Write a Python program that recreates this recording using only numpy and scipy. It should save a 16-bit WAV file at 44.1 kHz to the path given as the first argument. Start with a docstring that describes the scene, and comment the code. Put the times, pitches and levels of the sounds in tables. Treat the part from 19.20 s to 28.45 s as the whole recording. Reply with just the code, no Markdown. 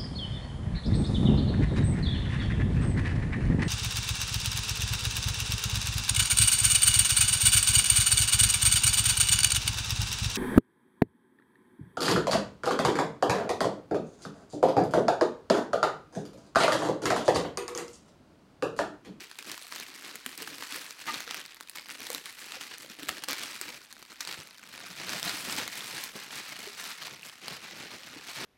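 """Bubble wrap crackles as scissors cut it from a cardboard box, then it is pulled off and lifted. Creases in
the plastic film buckle in showers of tiny clicks, and a few snap loudly. The sheet slides and flaps, taut
creases ping, and the box takes dull knocks. The blade squeaks once and pops one bubble. It is all heard close
up, in a small room with a short echo."""
import sys
import numpy as np
from scipy import signal
from scipy.fft import rfft, irfft, next_fast_len
from scipy.io import wavfile
from scipy.ndimage import map_coordinates

SR = 44100
rng = np.random.default_rng(int(sys.argv[2]) if len(sys.argv) > 2 else 0)


def pcm_store(signal):
    """Save signal as 16-bit PCM."""
    levels = np.round(np.clip(np.atleast_2d(signal), -1, 1) * 32767)
    wavfile.write(sys.argv[1], SR, levels.astype(np.int16).T)


N = 407925
TIME = np.arange(N) / SR


def amp(db):
    """Turn decibels into a number to multiply a sound by."""
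    return 10 ** (np.asarray(db) / 20)


def along(points, hz):
    """Read a value between (Hz, value) points, spaced by musical pitch."""
    freqs, values = np.transpose(points)
    return np.interp(np.log(hz + 1), np.log(freqs), values)


def add(track, s, sound):
    """Mix a sound into the track at s seconds."""
    part = track[max(round(s * SR), 0):][:len(sound)]
    part += sound[:len(part)]


def wobble(rate):
    """A random curve that heads for a new value rate times a second."""
    return map_coordinates(rng.standard_normal(N // 8), [TIME * rate], order=1, mode="wrap")


def click(gain_db, size=2048):
    """The sharpest click of energy 1 with the tone gain_db(Hz)."""
    cepstrum = irfft(np.log(amp(gain_db(np.fft.rfftfreq(size, 1 / SR))) + 1e-6))
    # pack the energy at the start of the click
    cepstrum[1:size // 2] *= 2
    cepstrum[size // 2 + 1:] = 0
    pulse = irfft(np.exp(rfft(cepstrum)))
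    return pulse / np.linalg.norm(pulse)


def hiss(tone):
    """Smooth noise with the given tone and an average power of 1."""
    colour = click(lambda hz: along(tone, hz), size=8192)
    noise = signal.oaconvolve(rng.standard_normal(N), colour)[:N]
    return noise / np.sqrt(np.mean(noise ** 2) + 1e-20)


def ripple(hz, per_octave):
    """Random peaks and dips in tone: each patch of film rings in its own way."""
    return map_coordinates(rng.standard_normal(80), [per_octave * np.log2(1 + hz / 100)], mode="nearest")


def buckles(rate, scatter_db, cap):
    """Creases give way: about rate kicks a second, very unequal in size, with average power near 1."""
    sizes = amp(scatter_db * np.minimum(rng.standard_normal(N), cap))
    kicks = (rng.random(N) < rate / SR) * sizes * rng.choice([-1, 1], N)
    window = signal.windows.hann(SR // 12)
    power = np.abs(signal.fftconvolve(kicks ** 2, window / window.sum(), "same"))
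    return kicks / np.sqrt(power + 1e-6)


def avalanche(kicks, spill_db, span_s=.0014, count=2):
    """A buckle comes with small neighbours that give way just before and after it."""
    at = np.flatnonzero(kicks)
    shift, size = rng.standard_normal((2, count, N))[:, :, at]
    where = np.clip(at + np.round(shift * span_s * SR).astype(int), 0, N - 1)
    neighbours = amp(spill_db) * size * kicks[at]
    return kicks + np.bincount(where.ravel(), neighbours.ravel(), N)


def creases(kicks, tone, ripple_db, per_octave, count=200, size=1024):
    """Each kick sounds through one of many creases, each with its own ring."""
    clicks = [click(lambda hz: along(tone, hz) + ripple_db * ripple(hz, per_octave), size)
              for _ in range(count)]
    which, out = rng.integers(count, size=N), np.zeros(N + size)
    for at in np.flatnonzero(kicks):
        out[at:at + size] += kicks[at] * clicks[which[at]]
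    return out[:N]


def movements(rows, attack_s, sag_db_per_s, release_db_per_s):
    """Power of crackle, treble and flapping: each movement takes hold, carries on and dies away."""
    power = np.zeros((3, N))
    for start, length, db, treble_db, flap_db in rows:
        span = slice(*np.searchsorted(TIME, [start, start + length + .5]))
        t = TIME[span] - start
        fade_db = sag_db_per_s * t + release_db_per_s * np.maximum(t - length, 0)
        envelope = np.minimum(t / attack_s, 1) * amp(db - fade_db)
        power[:, span] += (amp([[0], [treble_db], [flap_db]]) * envelope) ** 2
    return power


# Strokes of scissors and hand. Each row: start in seconds, length in seconds, level in dB,
# then treble and flapping, both in dB compared with that level.
SCISSOR_STROKES = [(-.04, 0.04, -44, -10, -11.5), (.165, 0.11, -51.5, -8, -9), (.25, .07, -43, -7.5, -13),
                   (.344, 0.21, -52, -3, -27), (.5, 0.13, -44, -10, -12), (.66, 0.16, -51.5, -6.5, -13.5),
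                   (.815, .15, -48, -10, -11), (1.03, 0.11, -49.5, -5.5, -13),
                   (1.165, 0.19, -46.5, -7.5, -9.5), (1.38, 0.098, -45.5, -6, -13.5),
                   (1.485, 0.078, -40.5, -7.5, -17.5), (1.59, .11, -48, -5.5, -12.5),
                   (1.765, 0.052, -46, -5.5, -17), (1.85, .115, -38.5, -10, -12),
                   (1.98, .04, -45, -10, -18), (2.065, .135, -44, -12, -15.5),
                   (2.217, 0.12, -52.5, -18, -11.5), (2.535, .05, -44.5, -14, -16),
                   (2.66, 0.086, -46.5, -4, -13), (2.775, .19, -43.5, -6.5, -10),
                   (3.03, .065, -47.5, -8.5, -18), (3.165, .15, -46.5, -6, -15),
                   (3.315, 0.034, -42.5, -12, -10), (3.395, 0.058, -43.5, -6, -15),
                   (3.49, 0.049, -45.5, -14, -13), (3.585, .065, -50.5, -5, -5),
                   (3.68, 0.04, -48.5, -9, -13), (3.77, 0.19, -49, -7.5, -5), (3.865, 0.16, -48, -12, -9),
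                   (4.07, 0.057, -37, -13, -12), (4.15, 0.14, -40, -8, -14.5),
                   (4.29, 0.05, -41.5, -8.5, -14), (4.395, .15, -45.5, -10.5, -10)]


def cuts():
    """How hard cutting stirs the wrap: the blades bite, then the film yields."""
    return movements(SCISSOR_STROKES, attack_s=0.026, sag_db_per_s=6, release_db_per_s=188.5)


# The tone of the film. Each row: frequency in Hz, relative level in dB.
FILM_TONE = [(150, -40), (450, -14), (800, -7.5), (1250, -2), (1800, 0.5), (2500, 1.5), (3200, -2),
             (4400, -0.5), (6000, -7), (8000, -16.5), (12000, -38)]


def rustle(kicks, rate, slide_db):
    """Many creases crackle, a few taut ones ring, and layers hiss as they slide over each other."""
    crackle = amp(-3) * creases(kicks, FILM_TONE, ripple_db=5.5, per_octave=2.599, count=400)
    taut = buckles(rate / 7, scatter_db=6, cap=1.7)
    ringing = amp(-8.5) * creases(taut, FILM_TONE, ripple_db=11.5, per_octave=6, count=300)
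    return crackle + ringing + amp(slide_db) * hiss(FILM_TONE)


# The tone of the highest ticks. Each row: frequency in Hz, relative level in dB.
FIZZ_TONE = [(3500, -40), (6000, -5), (8000, 3), (10500, -1.5), (13000, -5), (16000, -10.5)]


def fizz(kicks, rate, treble_db):
    """The bright top of the crackle, joined by tiny creases that tick only in the treble."""
    tiny = buckles(0.61 * rate, scatter_db=13.5, cap=1.7)
    gain = amp(treble_db - 3 + 1.4 * wobble(40))
    return gain * creases(kicks + 0.99 * tiny, FIZZ_TONE, ripple_db=6.5, per_octave=3.5)


# The tone of the flapping sheet, tight and loose. Each row: frequency in Hz, relative level in dB.
TIGHT_FLAP_TONE = [(30, -52), (75, -18.5), (125, -5.5), (200, -4), (300, 4), (450, 0.5), (650, -5.5),
                   (1200, -25), (3000, -32)]
LOOSE_FLAP_TONE = [(30, -44), (70, -21), (125, -3.5), (190, -2), (300, -1.5), (450, -2.5), (750, -5.5),
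                   (1300, -22), (3000, -68)]


def flapping(kicks, free, flap_db):
    """Once cut free, the sheet flaps deeper than while it is tight round the box."""
    folds = kicks + 0.86 * buckles(140, scatter_db=14, cap=1.76)
    tight = creases(folds * np.sqrt(1 - free), TIGHT_FLAP_TONE, ripple_db=5.5, per_octave=3.56)
    loose = creases(folds * np.sqrt(free), LOOSE_FLAP_TONE, ripple_db=6.5, per_octave=3.4)
    return amp(flap_db - 1.47 + 2.8 * wobble(25)) * (tight + loose)


# How much film is moving. Each row: time in seconds, crowding of the creases in dB (0 is ordinary).
MOVING_FILM = [(0, 0), (1.0, 0.5), (1.4, 2), (2.0, 1), (2.4, -4), (3.0, 0), (3.4, 3), (3.9, -2.5),
               (4.4, 2.5), (4.8, 0), (5.6, -2.5), (6.0, 4), (7.2, 2), (8.0, 0), (8.6, 5), (9.25, 1.5)]


def sheet(level_db, treble_db, flap_db, freed_s=4.6, unwrap_s=.62):
    """The whole sheet rustles, fizzes and flaps; harder handling buckles more creases."""
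    crowding_db = np.interp(TIME, *np.transpose(MOVING_FILM))
    free = np.clip((TIME - freed_s) / unwrap_s, 0, 1)  # 0 is tight, 1 is loose
    jerk_db = 1.4 * wobble(55)  # the film yields in jerks
    rate = 900 * amp(2 * crowding_db + .7 * (level_db - level_db.mean()) + jerk_db)
    kicks = buckles(1.2 * rate, scatter_db=8.5, cap=1.85)
    clusters = avalanche(kicks, spill_db=-6)
    middle = rustle(clusters, rate, slide_db=-7 + 0.14 * crowding_db + 0.45 * free)
    high = fizz(clusters, rate, treble_db)
    low = flapping(kicks, free, flap_db)
    return amp(level_db + jerk_db) * (middle + high + low)


# How long the room rings. Each row: frequency in Hz, seconds to fade by 60 dB (called t60).
ECHO_FADES = [(150, 0.21), (1500, 0.53), (6000, 0.4), (15000, 0.41)]


def room_echo(sound, gap_s=0.0026, pieces=30):
    """The walls answer after a short gap, the middle pitches lasting longest."""
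    out, step = np.zeros(N), N // pieces + 1
    for start in range(0, N, step):  # a fresh echo for each piece, as the wrap moves
        hz, t, noise = signal.stft(rng.standard_normal(SR // 2), SR, nperseg=256)
        fade = amp(-60 * t / along(ECHO_FADES, hz)[:, None])
        tail = signal.istft(noise * fade, SR, nperseg=256)[1]
        tail *= np.arange(len(tail)) > gap_s * SR
        add(out, start / SR, signal.fftconvolve(sound[start:start + step], tail / np.linalg.norm(tail)))
    return out


# The tone of the quiet room. Each row: frequency in Hz, relative level in dB.
BACKGROUND_TONE = [(20, -43), (38, -28), (49, 3), (62, -11.5), (250, -1), (1000, -20.5), (16000, -30)]


def background():
    """A faint, steady, low rush fills the room."""
    return amp(-71) * hiss(BACKGROUND_TONE)


# The tone of a snap's body and of its sharp edge. Each row: frequency in Hz, relative level in dB.
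SNAP_BODY = [(60, -32), (220, 9), (600, -0.5), (1000, 6), (1600, 5.5), (2600, -6.5), (4500, 2.5),
             (8000, -16), (14000, -43)]
SNAP_EDGE = [(2500, -14), (6000, -3.5), (8000, 2.5), (11000, -1.5), (13500, -0.5), (16000, -5.5)]


def snap(pitch_hz, treble_db, width_octaves=0.58, rattle_t60=0.029, rebound=0.74, burst_s=.0014):
    """A taut crease flips at its own pitch, rebounds at once and shakes the film around it."""
    def tone(hz):
        ring = amp(-8.5) / (1 + (np.log2((hz + 1) / pitch_hz) / width_octaves) ** 2)
        body = amp(along(SNAP_BODY, hz) - 16.5) * (3000 / pitch_hz)  # larger creases have more body
        edge = amp(along(SNAP_EDGE, hz) + treble_db - 11.5)
        bass_loss = hz ** 2 / (hz ** 2 + 120 ** 2) + 1e-3  # so small a patch makes no deep bass
        return 20 * np.log10((ring + body + edge) * bass_loss) + 2.5 * ripple(hz, per_octave=4.007)
    t = np.arange(2048) / SR
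    shake = amp(-25.5 - 60 * t / rattle_t60) * rng.standard_normal(len(t))
    shake[0] = 1  # the flip itself
    shake[int(rng.uniform(.00012, .0006) * SR)] -= rebound
    return np.sqrt(burst_s * SR) * signal.fftconvolve(click(tone), shake / np.linalg.norm(shake))


# Loud snaps. Each row: start in seconds, level in dB, pitch in Hz, treble boost or cut in dB.
LOUD_SNAPS = [(0.1143, -36.5, 2960, -22), (0.188, -32.5, 3250, -4), (0.2263, -36.5, 4000, -9),
              (0.3165, -30, 5400, -10), (0.524, -32, 1820, -26), (0.5606, -31.5, 2400, 0),
              (0.6, -32, 4000, 0), (0.9563, -32, 2200, 3), (1.0628, -25, 2100, -1.5),
              (1.1776, -32, 3900, -3), (1.2222, -33, 4900, 1), (1.2284, -34, 3680, -7.5),
              (1.2754, -31.5, 1900, -12), (1.3833, -34.5, 2900, -3), (1.4246, -29, 2070, -28),
              (1.524, -29, 3650, -13), (1.5618, -31, 3680, 6), (1.7081, -34, 3680, -7),
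              (1.9425, -27.5, 3760, -26), (2.0048, -30, 1900, -3), (2.0775, -32, 2000, -23),
              (2.11, -26.5, 3280, -19), (2.1449, -27.5, 2500, -4), (2.2031, -38, 2570, -3),
              (2.2617, -37.5, 3800, -7), (2.3457, -41, 3400, 4), (2.409, -34, 1950, -1),
              (2.4968, -32, 5500, 6), (2.56, -36, 4200, 22), (2.585, -35.5, 2000, -24),
              (2.6588, -40, 3400, -19), (2.6941, -36, 2200, -15), (2.709, -34.5, 2360, -8),
              (2.8684, -31, 3500, -9), (2.9024, -27.5, 1700, 6), (2.9308, -30, 3700, 7),
              (2.9478, -25, 4020, -7), (3.058, -34.5, 2870, -1), (3.321, -30, 3000, -16),
              (3.35, -40, 2020, -9), (3.4114, -32.5, 3320, -21), (3.5824, -37, 6500, 12),
              (3.832, -33, 2980, -3), (3.8867, -25.5, 3200, -11), (3.8906, -24, 2070, -7),
              (3.8922, -22, 2500, -9), (4.0382, -27, 3370, -3), (4.043, -31.5, 3700, -8),
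              (4.085, -34, 2500, -5), (4.086, -25.5, 3330, 2), (4.102, -30, 2000, -15),
              (4.109, -26, 3300, -2), (4.1315, -26, 2250, 0), (4.4138, -25, 2450, 5.5),
              (4.7268, -36.5, 4370, -5), (4.767, -44, 1800, -11), (4.8267, -38, 2130, -7),
              (5.0072, -26, 4620, -29), (5.0106, -28, 4750, -20), (5.0508, -32.5, 4300, -18),
              (5.0744, -29.5, 4330, -22), (5.1127, -32, 4400, -18), (5.127, -32, 4100, -16),
              (5.3088, -52, 2110, -20), (5.383, -44, 4100, -18), (5.8936, -26.5, 3800, -31),
              (5.934, -27.5, 2430, -21), (6.0291, -24, 4300, -13), (6.0946, -23.5, 3830, -37),
              (6.2975, -30, 2500, -19), (6.365, -29.5, 3800, -11), (6.4, -27, 2700, -24),
              (6.4782, -27.5, 2600, -4), (6.8392, -28, 4900, 13.5), (7.6408, -32, 4600, -9),
              (7.8701, -31, 2670, -19), (8.097, -39.5, 3600, -17), (8.282, -27.5, 2820, -12)]


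def loud_snaps():
    """The loudest creases flip one by one."""
    out = np.zeros(N)
    for s, db, pitch_hz, treble_db in LOUD_SNAPS:
        add(out, s, amp(db) * rng.choice([-1, 1]) * snap(pitch_hz, treble_db))
    return out


def stray_snaps(level_db, per_second=7.3, count=300):
    """Lesser snaps come at random, louder when the handling is harder."""
    out = np.zeros(N)
    times = np.cumsum(rng.exponential(size=count)) / per_second
    for s, (size, pitch, edge) in zip(times[times < TIME[-1]], rng.standard_normal((count, 3))):
        sound = snap(pitch_hz=3040 * 2 ** (0.3 * pitch), treble_db=-4.5 + 5 * edge)
        add(out, s, amp(level_db[int(s * SR)] + 3.5 + 1.5 * size) * sound)
    return out


# Ringing creases. Each row: start in seconds, level in dB, pitch in Hz.
CREASE_PINGS = [(0.19, -24, 2500), (6.079, -16.5, 4100), (6.188, -27, 5200), (6.324, -19, 5200),
                (6.607, -21, 3520), (8.031, -24, 2690)]


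def pings(t60=0.0078, attack_s=0.00043):
    """A taut crease in the film rings like a tiny drum."""
    out, t = np.zeros(N), np.arange(SR // 20) / SR
    rise = 1 - np.exp(-t / attack_s)
    for s, db, hz in CREASE_PINGS:
        add(out, s, amp(db - 60 * t / t60) * rise * np.sin(2 * np.pi * hz * t))
    return out


# Dull knocks on the box. Each row: start in seconds, level in dB, pitch in Hz.
BOX_KNOCKS = [(1.063, -36.5, 253), (1.215, -39.5, 446), (1.324, -39.5, 293), (1.422, -42, 292),
              (1.524, -40.5, 296), (2.073, -38.5, 476), (2.814, -40.5, 270), (2.9, -30.5, 492),
              (2.945, -36, 293), (3.366, -39.5, 520), (3.701, -43, 210), (3.831, -33, 291),
              (3.887, -33, 750), (4.033, -42, 843), (4.083, -32.5, 517), (4.411, -41, 382),
              (5.189, -40, 156), (5.945, -34.5, 602), (6.057, -34, 180), (6.066, -32.5, 700),
              (6.281, -35, 224), (6.4, -36.5, 498), (7.47, -34.5, 404), (8.963, -35.5, 303),
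              (9.208, -36, 368)]


def knocks(t60=0.071, attack_s=0.0014, overtone_ratio=1.49, overtone_db=-6):
    """Hands and blade bump the padded box, which rings briefly; its higher note dies twice as fast."""
    out, t = np.zeros(N), np.arange(SR // 6) / SR
    rise = 1 - np.exp(-t / attack_s)
    fade = amp(-60 * t / t60)
    for s, db, hz in BOX_KNOCKS:
        low = fade * np.sin(2 * np.pi * hz * t)
        high = amp(overtone_db) * fade ** 2 * np.sin(2 * np.pi * overtone_ratio * hz * t)
        add(out, s, amp(db - 1) * rise * (low + high))
    return out


# The notes of taut film on the blade. Each row: pitch in Hz, relative level in dB, t60 in seconds.
SQUEAK_NOTES = [(400, -22, 0.018), (920, -5, 0.028), (1206, -1, 0.045), (1840, 2, 0.018), (2730, -12, .008)]


def squeak(start_s=1.877, slip_hz=325, jitter=0.071, slips=9):
    """The film sticks and slips on the blade in one short chirp."""
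    out, t = np.zeros(N), np.arange(SR // 20) / SR
    ring = sum(amp(db - 60 * t / t60) * np.cos(2 * np.pi * hz * t) for hz, db, t60 in SQUEAK_NOTES)
    ring = signal.lfilter(*signal.butter(2, 3000, fs=SR), ring)  # soft film slips without a hard edge
    for k, (late, strength) in enumerate(rng.standard_normal((slips, 2))):
        add(out, start_s + (k + jitter * late) / slip_hz, amp(-33 + 1.8 * strength) * ring)
    return out


def pop(start_s=3.889, db=-49, hz=75, t60=0.11):
    """The blade bursts one bubble, whose air gives a low puff under the snap."""
    out, t = np.zeros(N), np.arange(SR // 6) / SR
    add(out, start_s, amp(db - 60 * t / t60) * np.sin(2 * np.pi * hz * t))
    return out


# Tugs at the freed sheet. Each row: start in seconds, length in seconds, level in dB,
# then treble and flapping, both in dB compared with that level.
SHEET_TUGS = [(4.86, 0.15, -55.5, -11, -12), (4.985, .025, -41.5, -11, -19), (5.05, .1, -42.5, -10.5, -16),
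              (5.165, 0.041, -49.5, -7, -3.5), (5.385, 0.046, -54.5, -22, -6),
              (5.47, .26, -47.5, -10, -10.5), (5.745, .14, -42, -10, -10), (5.865, 0.11, -38.5, -8.5, -11),
              (6.015, .09, -36.5, -8, -9), (6.11, .07, -40, -4, -16), (6.22, .11, -38.5, -6, -9),
              (6.34, .067, -36.5, -10, -8.5), (6.49, 0.22, -42.5, -6.5, -13), (6.71, 0.13, -41.5, -8, -11),
              (6.92, 0.11, -44.5, -7, -11.5), (7.085, .105, -41.5, -10, -12.5),
              (7.221, .3, -45.5, -10, -15), (7.55, .17, -43.5, -7, -14.5), (7.77, .095, -43.5, -12, -14),
              (7.88, .05, -52.5, -23, -4), (8.007, .07, -50, -6, -15), (8.205, .15, -44.5, -12, -11),
              (8.4, 0.35, -47, -13.5, -9), (8.776, .3, -50, -12.5, -11), (9.05, .11, -44, -9.5, -24),
              (9.148, 0.084, -40.5, -11.5, -5.5)]


def pulls():
    """How hard pulling stirs the wrap: the sheet tightens, so each tug grows slightly."""
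    return movements(SHEET_TUGS, attack_s=0.043, sag_db_per_s=-1.1, release_db_per_s=137.5)


def handling(rest_db=-56, rest_treble_db=-7.5, rest_flap_db=-16.5):
    """Cuts, pulls and settling film add up to a level in dB, with treble and flapping relative to it."""
    settling = (amp(rest_db) * amp([[0], [rest_treble_db], [rest_flap_db]])) ** 2
    level_db, treble_db, flap_db = 10 * np.log10(cuts() + pulls() + settling)
    return level_db, treble_db - level_db, flap_db - level_db


def scene():
    """The wrap and the box, their echo, and the quiet room, in one channel."""
    level_db, treble_db, flap_db = handling()
    film = sheet(level_db, treble_db, flap_db) + loud_snaps() + stray_snaps(level_db)
    near = film + pings() + knocks() + squeak() + pop()
    return (near + amp(-12.5) * room_echo(near) + background())[None]


def record(dry, top_hz=16050):
    """Remove the very highest treble, everything above top_hz."""
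    size = next_fast_len(N + SR // 4)
    kept = np.fft.rfftfreq(size, 1 / SR) < top_hz
    return irfft(rfft(dry, size) * kept, size)[:, :N]


dry = scene()
out = record(dry)
pcm_store(out)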